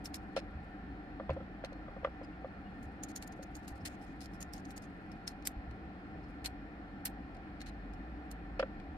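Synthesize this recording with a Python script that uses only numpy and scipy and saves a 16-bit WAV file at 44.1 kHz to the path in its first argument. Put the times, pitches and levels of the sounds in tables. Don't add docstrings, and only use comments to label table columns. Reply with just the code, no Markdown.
import sys
import numpy as np
from scipy import signal
from scipy.fft import rfft, irfft
from scipy.io import wavfile
from scipy.ndimage import uniform_filter1d

SR = 44100
rng = np.random.default_rng(int(sys.argv[2]) if len(sys.argv) > 2 else 0)


def generate_wav(signal):
    frames = np.transpose(np.atleast_2d(signal))
    scaled = np.clip(frames, -1, 1) * 32767
    pcm = np.round(scaled).astype(np.int16)
    wavfile.write(sys.argv[1], SR, pcm)


def volts_from_decibels(level):
    exponent = np.asarray(level, float) / 20
    return 10 ** exponent


N = 395577


def evened(x):
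    return x / np.sqrt(np.mean(x ** 2) + 1e-20)


def smooth_noise(count, size):
    return evened(uniform_filter1d(rng.standard_normal(count), size=size))


def near(hz, centre_hz, octaves):
    return np.exp(-(np.log2(hz / centre_hz) / octaves) ** 2)


def read(points, hz):
    f, value = np.transpose(points)
    return np.interp(np.log(hz + 1), np.log(f + 1), value)


def humps_db(modes, hz):
    return sum(db / (1 + (2 * (hz - f) / width) ** 2) for f, width, db in modes)


def add(mix, s, sound):
    part = mix[..., round(s * SR):][..., :sound.shape[-1]]
    part += sound[..., :part.shape[-1]]


RIGHT_LAG_S, LEFT_GAIN_DB = 0.00021, 0.54


def ports(a, b, hz, likeness):
    same = np.clip(likeness, 0, 1)
    right = same * a + np.sqrt(1 - same ** 2) * b
    right = right * np.exp(-2j * np.pi * hz * RIGHT_LAG_S)
    return np.array([a * volts_from_decibels(LEFT_GAIN_DB), right])


# [f/Hz, density/dB per Hz]
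SNAP_SPECTRUM = [(530, -43), (900, -10.5), (1150, -15), (1720, -4), (3430, -7), (4360, -1.5), (7770, -1),
                 (8980, 0), (14700, -5.5), (16000, -26.5), (16600, -58.5)]
# [f/Hz, width/Hz, height/dB]
PART_MODES = [(3970, 210, 9.5), (4260, 93, 13.5), (4900, 370, 7.5), (5280, 320, 14.5), (6440, 660, 11.5),
              (6800, 380, 12), (8050, 440, 8), (9100, 540, -4), (11130, 600, 5.5), (11800, 540, 10),
              (13700, 720, -13.5)]


def resin(drive, bright_db, free_hz, likeness, ring=1):
    size = drive.shape[1]
    hz = np.fft.rfftfreq(size, 1 / SR)
    tip_db = bright_db * 0.84 * np.log2(np.clip(hz, 2500, 16000) / 7500)
    modes = [(f, width, ring * db * near(f, free_hz, 0.16)) for f, width, db in PART_MODES]
    uneven_db = 1.9 * smooth_noise(len(hz), size // 80)
    colour = volts_from_decibels(read(SNAP_SPECTRUM, hz) + uneven_db + tip_db + humps_db(modes, hz))
    colour /= np.sqrt(np.sum(colour[hz > 3500] ** 2) / len(hz))
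    log_gain = np.log(np.r_[colour, colour[-2:0:-1]])
    colour = colour * np.exp(-1j * signal.hilbert(log_gain).imag[:len(hz)])
    return irfft(ports(*rfft(drive), hz, likeness) * colour, size)


# [t/s of crack, crack level/dB, crackle length after crack/s,
# treble tilt/(0.84 dB per octave), freely ringing f/Hz]
SUPPORT_BREAKS = [(0.057, -35.5, 0.022, -3, 5240), (0.1432, -42, .005, -11, 4900),
                  (0.1589, -43, .012, -2, 11800), (0.3925, -52, .008, -16, 4940),
                  (1.3038, -50.5, 0.03, -25, 4300), (1.648, -40.5, 0.019, -15, 4530),
                  (1.7302, -55.5, 0.012, -16, 4120), (2.0471, -51, 0.024, -30, 3310),
                  (3.0356, -32.5, 0.016, -3, 6800), (3.1617, -31, 0.022, -2, 6400),
                  (3.2253, -41, 0.023, -6.5, 8070), (3.2762, -43, 0.0069, 2, 7140),
                  (3.324, -51.5, 0.019, -10, 6250), (3.4298, -45.5, .008, -11, 6140),
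                  (3.5539, -42.5, 0.023, -5, 6700), (3.5666, -50, .006, 4, 9090),
                  (3.6805, -42.5, 0.019, -4, 9300), (3.8571, -39, 0.0074, -4, 4300),
                  (4.215, -46, 0.014, -7, 5200), (4.2584, -46.5, 0.012, -8, 4920),
                  (4.4277, -36, 0.008, -2, 6700), (4.5358, -39, 0.0087, 0, 5370),
                  (4.5635, -53, .01, -10, 5220), (4.5806, -52, .01, -10, 6440),
                  (4.6536, -49, .01, -9, 6760), (4.707, -48, 0.024, -5, 9360),
                  (4.7784, -43, .008, -4, 8260), (4.823, -53, .015, -3, 4950),
                  (4.842, -58, .014, -10, 4550), (5.1184, -54, 0.021, -12, 5350),
                  (5.2777, -31.5, 0.016, -6, 5350), (5.4246, -57, 0.017, -17, 4290),
                  (5.4725, -24, 0.012, -0.5, 10100), (5.7117, -57.5, .008, -14, 4260),
                  (6.4494, -37.5, 0.0068, -10, 4300), (6.4591, -27, 0.021, -6.5, 4230),
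                  (7.3686, -60, .008, -16, 4310), (7.6062, -46.5, 0.012, -14, 4280),
                  (7.616, -44, .016, -11, 4260), (7.9366, -56, 0.016, -10, 5000),
                  (8.3141, -42, 0.015, -1.5, 4250), (8.8004, -59, .01, -21, 4010)]
SPLINTER_DB, SPLINTER_T60_S = -8.5, 0.021


def cracks():
    out = np.zeros((2, N))
    t = np.arange(2048) / SR - .01
    after = t >= 0
    for s, db, _, bright_db, free_hz in SUPPORT_BREAKS:
        noise = rng.standard_normal((2, len(t)))
        click = noise * np.exp(-(t / 0.000085) ** 2)
        click /= np.linalg.norm(click, axis=1, keepdims=True)
        shower = noise * after * volts_from_decibels(SPLINTER_DB - 60 * t * after / SPLINTER_T60_S)
        add(out, s - .01, volts_from_decibels(db) * resin(3.4 * click + shower, bright_db, free_hz, 0.38))
    return out


# [t/s, length/s, start level/dB,
# level change to end/dB, treble tilt/(0.84 dB per octave), freely ringing f/Hz]
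LATTICE_RUBS = [(.044, .014, -56, 2, -3, 7840), (.143, 0.028, -43, -20, -3.5, 4900),
                (.364, 0.04, -44.5, -19, -17.5, 4620), (1.33, 0.015, -72.5, -2, -12, 4100),
                (2.231, .022, -73.5, -2, -15, 7500), (2.828, 0.031, -66.5, -14, -0.5, 7300),
                (3.086, .033, -57.5, -7.5, -4, 6380), (3.427, .014, -57.5, -3, 0, 6440),
                (3.572, 0.028, -74, -5, -7, 9090), (3.627, 0.032, -74, -2, -8, 9090),
                (3.682, 0.044, -60, -16, -3, 9300), (3.753, 0.032, -71, -5, -6, 4340),
                (3.802, .021, -74, 0, -15, 5310), (3.853, 0.032, -43.5, -11, -6, 8050),
                (3.888, 0.067, -74.5, 3, -10, 7300), (4.014, 0.039, -68.5, -6, -6, 5360),
                (4.063, .07, -75.5, -5, -13, 7300), (4.206, 0.046, -58, -5, -7, 5070),
                (4.334, 0.032, -67.5, -6, -4, 5260), (4.406, 0.021, -47, -14, -2, 6800),
                (4.54, 0.066, -63, -9, -6, 5830), (4.683, .022, -72.5, 0, -8, 6550),
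                (4.764, 0.017, -54.5, -7, -1, 6800), (4.825, .035, -69, -5, -8, 6910),
                (5.279, .045, -56, -17, -7, 4260), (5.453, 0.02, -48.5, -1, -3, 5270),
                (6.23, .02, -76.5, 0, -14, 5280), (6.284, .028, -81, 1, -6, 5280),
                (6.445, .017, -48, -7.5, -8, 11860), (7.053, 0.028, -34, -23, 9, 11800),
                (7.054, .03, -42, -16, -9, 4260), (7.347, .008, -70, 0, -13, 4500),
                (7.661, 0.039, -57, -6.5, -13.5, 4050), (8.595, 0.028, -46, -22.5, -24, 4900),
                (8.627, .018, -60, -28, -38, 3800)]
LEAD_S, LEAD_DB = .009, -23
UNDER_DB, DYING_DB = -12.5, -15.5
RING_SHARE = 0.81


def crackles():
    out = np.zeros((2, N))
    t = np.arange(4096) / SR - .01
    shapes = []
    for s, db, length, bright_db, free_hz in SUPPORT_BREAKS:
        times = [0, LEAD_S, LEAD_S + length]
        dbs = db + UNDER_DB + np.array([LEAD_DB, 0, DYING_DB])
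        shapes.append((s - LEAD_S, times, dbs, bright_db, free_hz))
    for s, length, db, fall_db, bright_db, free_hz in LATTICE_RUBS:
        shapes.append((s, [0, length], [db, db + fall_db], bright_db, free_hz))
    for s, times, dbs, bright_db, free_hz in shapes:
        noise = rng.standard_normal((2, len(t)))
        lumps = volts_from_decibels(3.2 * smooth_noise(len(t), 30))
        edges = np.clip(t / 0.0043 + 0.67, 0, 1) * np.clip((times[-1] - t) / 0.0025 + 0.59, 0, 1)
        level = volts_from_decibels(np.interp(t, times, dbs)) * edges
        add(out, s - .01, resin(noise * lumps * level, bright_db, free_hz, 0.14, RING_SHARE))
    return out


# [t/s, level/dB, upper modes/dB,
# upper region favoured by the spot f/Hz, contact/s as onset time constant at 540 Hz]
TUB_KNOCKS = [(0.367, -25, -10, 1370, 0.004), (0.378, -33.5, -13, 1400, 0.0018),
              (1.2, -33.5, -7, 1140, 0.0047), (1.211, -43, -31, 923, .003),
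              (1.296, -30.5, -4.5, 1030, 0.0026), (1.309, -31.5, -13, 1890, 0.0019),
              (1.367, -27, -20, 1050, .01), (1.406, -38, -10.5, 1330, 0.0056),
              (1.641, -36, -6.5, 1740, .002), (1.723, -43, -16, 1320, 0.0041), (1.885, -45, -4, 1210, .003),
              (1.966, -37.5, -14, 1190, 0.0046), (2.034, -40, -14, 918, .004),
              (2.049, -25, -3, 1180, 0.0042), (2.074, -37.5, -6.5, 1250, 0.0026),
              (2.215, -39.5, -11, 1000, 0.0027), (2.447, -29.5, -15, 1200, 0.0058),
              (3.392, -41.5, -15, 1350, 0.0028), (8.597, -17, -9.5, 1440, 0.0088),
              (8.628, -22.5, -7, 1500, 0.0056)]
# [f/Hz, level/dB, t60/s before DAMPING]
TUB_MODES = [(545, 6.5, 0.049), (615, 2.5, 0.041), (677, 4, 0.022), (1030, 2.5, 0.027), (1180, 2, 0.027),
             (1350, -1.5, 0.043), (1520, -5.5, 0.032), (1783, -7.5, 0.034), (1993, -2, 0.019),
             (2280, -17, .02), (2610, -32, .025), (3320, -8.5, 0.018)]
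DAMPING = 1.16
TUB_LAG_S = .00012


def knocks():
    out = np.zeros(N)
    t = np.arange(5000) / SR
    hz, mode_db, t60 = np.transpose(TUB_MODES)[:, :, None]
    for s, db, upper_db, spot_hz, contact in TUB_KNOCKS:
        uneven, detune, phase = rng.standard_normal((3, len(TUB_MODES), 1))
        spot_db = (hz > 900) * (upper_db + 7 * near(hz, spot_hz, 0.12))
        level_db = mode_db + spot_db + 1.0 * uneven
        swing = np.sin(2 * np.pi * hz * (1 + 0.0081 * detune) * t + 0.43 * phase)
        start = 1 - np.exp(-t * hz / 540 / max(contact, .0003))
        modes = volts_from_decibels(level_db - 60 * t * DAMPING / t60) * swing * start
        add(out, s - .002, volts_from_decibels(db) * modes.sum(0))
    return np.array([out, np.roll(out, round(TUB_LAG_S * SR))])


# [t/s, level/dB, f/Hz]
BENCH_THUMPS = [(0.554, -34.5, 74), (1.297, -28, 77), (2.85, -40, 77), (3.715, -39, 61), (3.819, -40, 93),
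                (5.567, -37, 52.5), (5.677, -38, 65.5)]
THUMP_SWINGS = 16.6
OVERTONE_RATIO, OVERTONE_DB = 1.7, -6.5


def thumps():
    out = np.zeros(N)
    t = np.arange(SR // 2) / SR
    for s, db, hz in BENCH_THUMPS:
        envelope = volts_from_decibels(db - 60 * t * hz / THUMP_SWINGS) * (1 - np.exp(-t / 0.0024))
        swing = np.sin(2 * np.pi * hz * t)
        overtone = volts_from_decibels(OVERTONE_DB) * np.sin(2 * np.pi * OVERTONE_RATIO * hz * t)
        add(out, s, envelope * (swing + overtone))
    return out


# [t/s, length/s, level/dB, f/Hz]
GLOVE_SQUEAKS = [(2.234, .022, -64.5, 4980), (2.325, 0.021, -68, 2770), (2.655, .028, -66, 2870)]


def squeaks():
    out = np.zeros(N)
    for s, length, db, hz in GLOVE_SQUEAKS:
        t = np.arange(0, length, 1 / SR)
        waver = smooth_noise(2048, 150)[:len(t)]
        turns = np.cumsum(hz * (1 + .012 * waver)) / SR
        arch = np.sqrt(2 * np.sin(np.pi * t / length))
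        add(out, s, volts_from_decibels(db) * arch * np.sin(2 * np.pi * turns))
    return out * np.array([[1], [.6]])


# [t/s, level/dB]
RUSTLE_LEVEL = [(0, -91), (.6, -94), (1, -106), (2.4, -102), (2.7, -90), (3.1, -92), (4, -87), (4.9, -92),
                (5.4, -92), (5.7, -104), (6.3, -95), (6.7, -106), (7.5, -98), (8, -100), (8.97, -104)]


def rustle():
    t = np.arange(N) / SR
    clumps_db = 4.5 * smooth_noise(N, 900)
    band = signal.butter(2, [3500, 11000], "bandpass", fs=SR, output="sos")
    grains = evened(signal.sosfilt(band, rng.standard_normal((2, N))))
    return grains * volts_from_decibels(np.interp(t, *np.transpose(RUSTLE_LEVEL)) + clumps_db)


def room(x):
    t = np.arange(SR // 4) / SR
    sparse = rng.random((2, len(t))) < .05
    taps = rng.standard_normal((2, len(t))) * sparse * (t > .004) * volts_from_decibels(-60 * t / .25)
    return signal.fftconvolve(x, taps / np.linalg.norm(taps[0]), axes=1)[:, :N]


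# [f/Hz, density/dB per Hz]
HUM_SPECTRUM = [(15, -48.5), (28, -14), (55, -2.5), (130, -11.5), (300, -8.5), (340, -14), (660, -22),
                (890, -24.5), (1840, -21), (2400, -29.5), (3500, -39), (5350, -46), (5880, -54.5),
                (14500, -65.5), (16200, -77)]
# [f/Hz, width/Hz, height/dB]
DUCT_MODES = [(188, 25.6, 10.5), (292.1, 40, 8), (762.5, 145, 14), (1379, 78, 7), (1787, 5, 9.5),
              (2462, 38, 10), (4250, 48, 11)]
# [f/Hz, likeness/0..1]
HUM_LIKENESS = [(60, 0.9), (300, 0.99), (700, 0.9), (1200, 0.24), (2500, 0.1), (6000, 0.0796)]
HUM_RMS_DB = -48


def hum():
    frames = N // 512 + 5
    hz = np.fft.rfftfreq(2048, 1 / SR)[:, None]
    a, b, c, d, patches = rng.standard_normal((frames, 1025, 5)).T
    patches = uniform_filter1d(patches, size=20, axis=0)
    patches = evened(uniform_filter1d(patches, size=8, axis=1))
    z = ports(a + 1j * b, c + 1j * d, hz, read(HUM_LIKENESS, hz))
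    z *= volts_from_decibels(read(HUM_SPECTRUM, hz) + humps_db(DUCT_MODES, hz) + 0.73 * patches)
    noise = signal.istft(z, nperseg=2048, noverlap=1536)[1][:, :N]
    return volts_from_decibels(HUM_RMS_DB) * evened(noise)


# [t/s, level/dB]
DRONE_LEVEL = [(0, -57.5), (.9, -52.5), (1.5, -59), (1.9, -52), (2.5, -60), (5.5, -57.5), (6.2, -55.5),
               (7.5, -54.5), (7.9, -48.5), (8.97, -50)]
DRONE_HZ = 53.96


def drone():
    t = np.arange(N) / SR
    waver = smooth_noise(N, 2500)
    throb_db = 1.6 * smooth_noise(N, 2500)
    turns = np.cumsum(DRONE_HZ * (1 + 0.1554 * waver)) / SR
    level = volts_from_decibels(np.interp(t, *np.transpose(DRONE_LEVEL)) + throb_db)
    return level * np.sqrt(2) * np.sin(2 * np.pi * turns)


def scene():
    hands = cracks() + crackles() + knocks() + squeaks()
    return hands + volts_from_decibels(-48.0) * room(hands) + thumps() + rustle() + hum() + drone()


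def top_cut(x):
    return signal.sosfilt(signal.butter(12, 16520, fs=SR, output="sos"), x)


def record(dry):
    return top_cut(dry)


dry = scene()
out = record(dry)
generate_wav(out)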